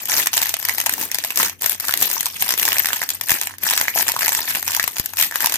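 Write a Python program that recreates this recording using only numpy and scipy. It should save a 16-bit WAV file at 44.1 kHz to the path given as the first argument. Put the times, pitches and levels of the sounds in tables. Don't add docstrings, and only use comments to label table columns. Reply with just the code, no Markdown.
import sys
import numpy as np
from scipy import signal
from scipy.fft import rfft, irfft, next_fast_len
from scipy.io import wavfile
from scipy.ndimage import uniform_filter1d

SR = 44100
rng = np.random.default_rng(int(sys.argv[2]) if len(sys.argv) > 2 else 0)


def generate_wav(signal):
    frames = np.transpose(np.atleast_2d(signal))
    scaled = np.clip(frames, -1, 1) * 32767
    pcm = np.round(scaled).astype(np.int16)
    wavfile.write(sys.argv[1], SR, pcm)


N = 245637
LEAD_S = 0.002


def amp(db):
    return 10 ** (np.asarray(db) / 20)


def unit(x):
    return x / np.sqrt(np.mean(x ** 2) + 1e-20)


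def along(points, hz):
    f, v = np.transpose(points)
    return np.interp(np.log(hz + 1), np.log(f + 1), v)


def filtered(x, response):
    m = next_fast_len(N + SR // 2)
    spectrum = rfft(x, m) * response(np.fft.rfftfreq(m, 1 / SR))
    return irfft(spectrum, m)[..., :N]


def causal(points):
    def response(hz):
        ceps = irfft(np.log(amp(along(points, hz))))
        half = len(ceps) // 2
        ceps[1:half] *= 2
        ceps[half + 1:] = 0
        return np.exp(rfft(ceps))
    return response


def pair(a, b):
    # frequency in Hz, correlation (1 = identical).
    likeness = [(100, .75), (300, .6), (700, .85), (1500, .55), (3000, .3), (8000, .15), (15000, .1)]

    def mid_side_gains(hz):
        turn = np.arccos(np.clip(along(likeness, hz), -1, 1)) / 2
        return [np.cos(turn), np.sin(turn)]
    mid, side = filtered(np.array([a, b]), mid_side_gains)
    return np.array([mid + side, mid - side])


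def room_tone():
    # frequency in Hz, relative density in dB.
    tone_curve = [(20, -38), (78, -20), (93, -2), (110, -20.5), (300, -19.5), (1000, -39), (8000, -85),
                  (16000, -63)]
    noise = pair(*rng.standard_normal((2, N)))
    coloured = unit(filtered(noise, lambda hz: amp(along(tone_curve, hz))))
    return amp([[-52], [-54]]) * coloured


def crackle_db(t):
    # full grip at in seconds, hold in seconds,
    # crackle level in dB (relative).
    squeezes = [(0.0, 0.18, -30), (0.09, 0.13, -18.5), (0.341, 0.16, -22.5), (0.598, 0.052, -29),
                (0.676, 0.16, -25.5), (0.86, 0.084, -28.5), (0.989, 0.05, -23.5), (1.115, 0.1, -31),
                (1.236, 0.089, -28.5), (1.384, 0.062, -15), (1.625, 0.11, -24), (1.828, 0.2, -29),
                (2.011, 0.16, -21.5), (2.178, 0.18, -29.5), (2.402, 0.13, -23), (2.589, 0.24, -21),
                (2.884, 0.16, -26.5), (3.113, 0.034, -30), (3.223, 0.04, -30.5), (3.285, 0.067, -19),
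                (3.381, 0.11, -27.5), (3.637, 0.25, -21.5), (3.959, 0.065, -19.5), (4.068, 0.41, -26),
                (4.216, 0.22, -22.5), (4.478, 0.13, -23.5), (4.658, 0.27, -26.5), (4.959, 0.14, -32),
                (5.186, 0.057, -17.5), (5.35, 0.0063, -24.5), (5.409, 0.04, -21), (5.498, 0.042, -25)]
    grip_db_per_s, sag_db_per_s, let_go_db_per_s = 748, 14.5, 302
    s, hold, db = np.transpose(squeezes)[:, :, None]
    hold = np.abs(hold)
    swell = grip_db_per_s * np.maximum(s - t, 0)
    sag = sag_db_per_s * np.clip(t - s, 0, hold)
    fade = let_go_db_per_s * np.maximum(t - s - hold, 0)
    power = amp(db - swell - sag - fade) ** 2
    return 10 * np.log10(np.sum(power, axis=0))


def patchy(depth_db):
    z = signal.stft(rng.standard_normal((2, N)), nperseg=128)[2]
    bins, frames = z.shape[1:]
    field = rng.standard_normal((3, bins, frames))
    field = uniform_filter1d(uniform_filter1d(field, size=4, axis=1), size=6, axis=2)
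    tilt = uniform_filter1d(rng.standard_normal(frames), size=8) * np.linspace(-1, 1, bins)[:, None]
    field[0] += 0.32 * tilt
    field = field - field.mean(axis=1, keepdims=True)
    noise = pair(*signal.istft(z, nperseg=128)[1][:, :N])
    z = signal.stft(noise, nperseg=128)[2]
    z = z * amp(depth_db * unit(field[0] + 0.64 * field[1:]))
    return unit(signal.istft(z, nperseg=128)[1][:, :N])


def lay(s, shapes, pan_db):
    start = np.round(np.abs(s - LEAD_S) * SR).astype(int)
    at = (start[:, None] + np.arange(shapes.shape[1])).ravel()
    channels = []
    for side in (1, -1):
        panned = shapes * amp(side * pan_db / 2)[:, None]
        channels.append(np.bincount(at, panned.ravel(), N + SR)[:N])
    return np.array(channels)


def creases(s, crack_db, pop_db, pop_hz, crack_t60_s):
    tick, tick_t60_s = 0.4, 0.004
    zing_hz_mid, zing_log_spread, zing_db, zing_t60_s = 6500, 0.4, -9, 0.007
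    body_share, body_db = 0.25, 2.5
    pop_cycles = 8.4
    t = np.arange(700) / SR - LEAD_S
    luck = rng.standard_normal((len(s), 6))

    life_s = crack_t60_s * np.exp(luck[:, :1] / 5)
    outline = amp(crack_db[:, None] - 60 * np.where(t > 0, t, -3 * t) / life_s)
    outline = outline * (1 + tick * amp(-60 * np.abs(t) / tick_t60_s))
    body = outline * amp(body_db + body_share * (pop_db - crack_db))[:, None]

    t = np.maximum(t + 0.001278, 0)
    hz = pop_hz[:, None]
    ring = amp(-60 * t * hz / pop_cycles) * (1 - np.exp(-t * hz / 0.83))
    glide = 1 + 25 * luck[:, 2:3] * t
    pop = np.sign(luck[:, 1:2]) * amp(pop_db[:, None]) * ring * np.sin(2 * np.pi * hz * t * glide)

    zing_hz = np.clip(zing_hz_mid * np.exp(zing_log_spread * luck[:, 4:5]), 4200, 15000)
    zing_level = amp(crack_db[:, None] + zing_db + 3.2 * luck[:, 5:] - 60 * t / zing_t60_s)
    zing = zing_level * np.sin(2 * np.pi * zing_hz * t)

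    powers = np.array([lay(s, part ** 2, 3 * luck[:, 3]) for part in (outline, body)])
    pop_pan_db = 6.3 * luck[:, 3] * np.minimum(pop_hz / 1600, 1)
    return powers, lay(s, pop + zing, pop_pan_db)


def bottle(hz):
    # centre in Hz, width in Hz, gain in dB re direct.
    modes = [(674, 27, 1), (928, 153, 3.5)]
    return 1 + sum(amp(db) * 1j * hz * w / (c * c - hz * hz + 1j * hz * w) for c, w, db in modes)


def film():
    # peak at in seconds, crack level in dB, pop pitch in Hz,
    # pop level in dB (levels relative).
    snaps = [(0.056, -7, 1960, -43), (0.097, -13, 1730, -26), (0.119, -3, 2040, 4.5), (0.14, -9, 1980, 0.5),
             (0.182, 0, 1720, -31), (0.199, -4, 640, -19), (0.234, -9.5, 1510, -34), (0.26, -6.5, 2420, -9),
             (0.271, 1, 2250, -4), (0.332, -3, 1940, -22), (0.338, -2, 770, -14), (0.37, -1, 1490, -6),
             (0.378, -0.5, 2900, 7), (0.403, -22, 970, -17), (0.418, 0, 960, -11.5),
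             (0.427, -3.5, 1900, -4), (0.431, 1, 1630, -35), (0.459, -12, 1760, -4),
             (0.469, -4.5, 1700, -18), (0.493, -3.5, 2560, -40), (0.541, 0.5, 700, -8.5),
             (0.568, -8.5, 1630, -6), (0.6, -13, 1010, -30), (0.628, -8, 968, -24), (0.652, -2, 1810, -29),
             (0.687, -4, 1950, -5), (0.695, -4.5, 2160, 5), (0.748, -12, 2490, -31),
             (0.783, -5.5, 730, -11.5), (0.802, -1.5, 2850, -15), (0.814, -5, 2400, -23),
             (0.862, -0.5, 1840, -6), (0.867, -1, 820, -5), (0.895, -1.5, 1940, 1.5), (0.926, -9, 238, -24),
             (0.938, -2.5, 1950, -19), (0.981, -15, 960, -14), (1.013, -5, 345, -18),
             (1.029, -17, 970, -12), (1.116, -4.5, 1740, -28), (1.146, -2, 2510, -29),
             (1.155, -9.5, 1700, -15), (1.186, -5, 2470, -2), (1.239, -5.5, 1780, -5), (1.248, -3, 760, -8),
             (1.306, -11, 2830, 3), (1.359, -3.5, 1740, -25), (1.374, 1.5, 910, -11),
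             (1.393, -3, 1770, -24), (1.401, -3.5, 970, -4), (1.409, -11, 1800, -6), (1.431, 0, 1780, -1),
             (1.483, -10.5, 1910, -25), (1.497, -7, 1280, -16), (1.613, -16, 1780, -19),
             (1.621, -6.5, 2980, -37), (1.632, -8.5, 950, -15), (1.643, -6.5, 1640, -7),
             (1.661, -1.5, 1980, -4), (1.696, -1, 2450, -43), (1.72, -5.5, 1680, -47),
             (1.71, -11, 3100, -37), (1.8, -6, 1680, -30), (1.807, -9, 2780, -42), (1.852, -10, 696, -38),
             (1.872, -17, 2570, -32), (1.884, -2.5, 1710, -13), (1.894, -7.5, 1630, 5),
             (1.91, -4, 1890, -32), (1.925, -7, 1650, -7), (1.939, 0, 1830, 3), (1.975, -2, 1560, -25),
             (1.993, -15, 2590, -37), (2.014, -6, 2420, -32), (2.023, -1.5, 1700, -12),
             (2.027, 4, 2350, -30), (2.101, -5, 1750, -29), (2.114, -3, 990, -40), (2.168, -22, 1340, -4),
             (2.208, 0, 2580, -29), (2.23, -6.5, 2860, -22), (2.258, -2.5, 2790, -12),
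             (2.266, -4.5, 960, -7), (2.368, -15.5, 1900, -19), (2.424, -4.5, 2840, 8.5),
             (2.491, 0, 1660, -11), (2.507, -1, 2130, -1), (2.523, -4, 2740, -13), (2.539, -4.5, 2070, 1),
             (2.578, -5.5, 2100, -8), (2.597, -1, 1880, -2), (2.63, -2.5, 2470, -6), (2.653, 1, 950, -8),
             (2.68, -5, 1760, 7.5), (2.688, -0.5, 1030, -0.5), (2.721, -9, 2920, 12.5),
             (2.73, -5, 1970, -2), (2.759, -22, 1710, 1.5), (2.769, -12, 2510, 7), (2.784, 0.5, 2550, -27),
             (2.802, -9, 2060, 1), (2.847, -9, 1710, 1), (2.858, 0, 1820, 2.5), (2.87, -5, 1800, -29),
             (2.888, -6.5, 1560, 1), (2.895, -13, 1900, -15), (2.906, -20, 1500, 1), (2.932, -1.5, 1510, 2),
             (2.961, -11.5, 2440, -46), (2.968, -10.5, 870, -15.5), (3.018, -8.5, 1650, 4),
             (3.03, -11, 1880, 1.5), (3.037, -9, 1700, -30), (3.091, -2, 2630, -56), (3.104, -2, 2610, -42),
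             (3.212, -3, 2500, -6.5), (3.286, -10, 2660, -19), (3.295, -1.5, 1970, 5),
             (3.306, 0.5, 2620, 8), (3.318, 0, 1770, 7), (3.414, -2, 2150, -24), (3.426, -9.5, 2200, -6),
             (3.434, -7, 2290, -38), (3.472, -5, 2170, -3), (3.51, -31, 1650, -8.5),
             (3.54, -29, 1550, -10.5), (3.584, -17, 1330, -35), (3.634, -12, 2100, -6),
             (3.658, -14, 1710, 0), (3.668, -25, 1560, 4.5), (3.681, -21, 2770, -16), (3.69, -11, 3190, 12),
             (3.7, -1, 2000, -27), (3.709, 0, 1880, -6), (3.714, -6.5, 930, -9.5), (3.727, -13, 2000, -23),
             (3.736, -2.5, 2160, 4), (3.755, -14, 1700, -29), (3.777, 2.5, 2020, 4), (3.813, 1, 1720, 4),
             (3.883, -13, 2030, 14), (3.96, -23, 580, -3), (3.978, -6, 1730, 3.5), (3.988, -4, 1500, -28),
             (4.002, -5, 1020, -38), (3.997, -6, 880, -6), (4.01, -3, 1820, -1.5), (4.027, -7, 920, -10),
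             (4.082, -1.5, 1900, -6), (4.089, 1.5, 1650, -7), (4.097, -2.5, 870, -10),
             (4.119, -1.5, 2240, -27), (4.165, -9, 1200, 5), (4.192, -6, 1370, -10),
             (4.209, -5.5, 1420, -13), (4.221, -7, 1490, 0), (4.231, -5, 2040, 3.5),
             (4.248, -10, 1740, -2.5), (4.261, -2, 1960, -3), (4.281, 0.5, 1010, -6), (4.268, -7, 1880, 5),
             (4.292, -2, 2000, -20), (4.321, -3, 1800, -5), (4.33, -4.5, 2030, -25), (4.35, -0.5, 1810, -7),
             (4.389, -11, 1040, -8.5), (4.393, -13, 2040, 2), (4.482, -13, 2020, 2),
             (4.508, -15, 2440, -10), (4.551, -7.5, 2560, 9), (4.557, -9, 1650, 0), (4.628, -7, 1810, -14),
             (4.679, -0.5, 990, -10.5), (4.686, -6.5, 1970, -22), (4.708, -6, 1710, -50),
             (4.719, -6, 1710, -46), (4.737, -9, 1010, -20), (4.749, 0.5, 1750, -38),
             (4.766, -1.5, 2690, -22), (4.773, -9, 1060, -8.5), (4.798, -2.5, 1840, 12),
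             (4.829, -7.5, 2540, -24), (4.841, -7, 2240, 3), (4.878, -2, 1090, -4.5),
             (4.968, -9, 2250, -24), (4.984, -4.5, 1780, -42), (4.998, 0.5, 1990, -46),
             (5.06, -5, 1740, -44), (5.136, -14, 1020, -21), (5.171, -5, 2380, -27), (5.19, -3, 1910, -35),
             (5.199, -2, 1000, -28), (5.212, 3, 1740, -34), (5.226, 2, 2450, -36), (5.312, -13.5, 1690, -5),
             (5.324, -20, 1520, -1), (5.358, -4, 1570, 6), (5.406, -5.5, 1840, -5), (5.417, -13, 1980, -27),
             (5.432, -15, 1810, 2), (5.445, -5, 960, -0.5), (5.46, 4, 2380, -22), (5.471, -3, 960, -4.5),
             (5.497, -5, 1790, -26), (5.523, -4.5, 2700, -3), (5.532, -15, 1830, -16),
             (5.541, 0, 2900, -25), (5.558, -5, 1730, -29)]
    split_hz = 3000
    s, crack_db, hz, pop_db = np.transpose(snaps)
    big, big_pops = creases(s, crack_db, pop_db, hz, crack_t60_s=0.013)

    luck = rng.random((3600, 4))
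    s = luck[:, 0] * N / SR
    size_db = crackle_db(s) - 3.77 * np.log(luck[:, 1] + 0.091)
    hz = 200 * 16 ** luck[:, 2] ** 0.685
    pop_db = size_db - 17.5 + 11 * luck[:, 3]
    small, small_pops = creases(s, size_db + 3, pop_db, hz, crack_t60_s=0.018)

    outlined, bodied = np.sqrt(big) * patchy(depth_db=2.0) + np.sqrt(small) * patchy(depth_db=5.5)
    low = lambda hz: 1 / (1 + (hz / split_hz) ** 2)
    rumble_cut = lambda hz: (1j * hz / (750 + 1j * hz)) ** 2
    cracks = filtered(outlined, lambda hz: 1 - low(hz)) + filtered(bodied, lambda hz: low(hz) * rumble_cut(hz))
    return cracks + filtered(big_pops + small_pops, bottle)


def walls(x):
    # frequency in Hz, t60 in seconds.
    decay = [(200, 0.022), (2000, 0.18), (7000, 0.11), (13000, 0.032)]
    out, step = np.zeros((2, N + SR)), 2048
    for at in range(0, N, step):
        hz, t, z = signal.stft(rng.standard_normal((2, SR // 5)), SR, nperseg=256)
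        fade = amp(-60 * t / along(decay, hz)[:, None])
        tail = signal.istft(z * fade, SR, nperseg=256)[1][:, 64:]
        tail = tail / np.linalg.norm(tail[0])
        answer = signal.fftconvolve(x[:, at:at + step], tail, axes=1)
        out[:, at + 130:at + 130 + answer.shape[1]] += answer
    return out[:, :N]


def ports(wrap):
    # frequency in Hz, relative gain in dB.
    left_curve = [(25, -21), (120, -1.5), (500, -9.5), (900, -8.5), (1150, -12), (1750, -5), (2050, -15.5),
                  (2400, -9.5), (4200, -13), (6500, -9.5), (7200, -17), (11500, -9.5), (11800, 1),
                  (15400, -9), (15800, -39)]
    right_curve = [(25, -9.5), (120, -1.5), (500, -13), (1000, -8), (1500, -17), (2000, -7), (3000, -10.5),
                   (4300, -12), (6700, -9), (7200, -10), (8500, -8.5), (10500, -16.5), (12000, -13.5),
                   (15400, -20), (15800, -45)]
    delay_s = 0.00012
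    left = filtered(wrap[0], causal(left_curve))
    right = filtered(wrap[1], lambda hz: causal(right_curve)(hz) * np.exp(-2j * np.pi * hz * delay_s))
    return np.array([left, right])


def handling():
    # peak at in seconds, rms level at the peak in dB.
    rustles = [(.2, -31), (.93, -44), (1.02, -32), (1.42, -33.5), (2.02, -29.5), (2.66, -33)]
    t = np.arange(N) / SR
    swell = sum(amp(db) * np.exp(-((t - s) / 0.067) ** 2) for s, db in rustles)
    band = lambda hz: amp(along([(90, -24), (200, -13.0), (350, -7.5), (700, -16.5)], hz))
    return swell * unit(filtered(pair(*rng.standard_normal((2, N))), band))


def thumps():
    # peak at in seconds, level before the high-pass in dB.
    thump_rows = [(3.319, -18), (4.119, -30), (4.388, -31), (4.999, -15)]
    corner_hz = 60.3
    s, db = np.transpose(thump_rows)
    t = np.arange(500) / SR - 0.006
    pulse = np.exp(np.where(t < 0, t / 0.00051, -t / 0.0017))
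    pulses = lay(s - 0.004, amp(db)[:, None] * pulse, np.full(len(s), 1.5))
    return filtered(pulses, lambda hz: 1j * hz / (corner_hz + 1j * hz))


def scene():
    wrap = film()
    wrap = wrap + amp(-11.5) * walls(wrap)
    return amp(3.5) * ports(wrap) + thumps() + handling() + room_tone()


def record(dry):
    top_hz = 16500
    return filtered(np.clip(dry, -1, 1), lambda hz: hz < top_hz)


dry = scene()
out = record(dry)
generate_wav(out)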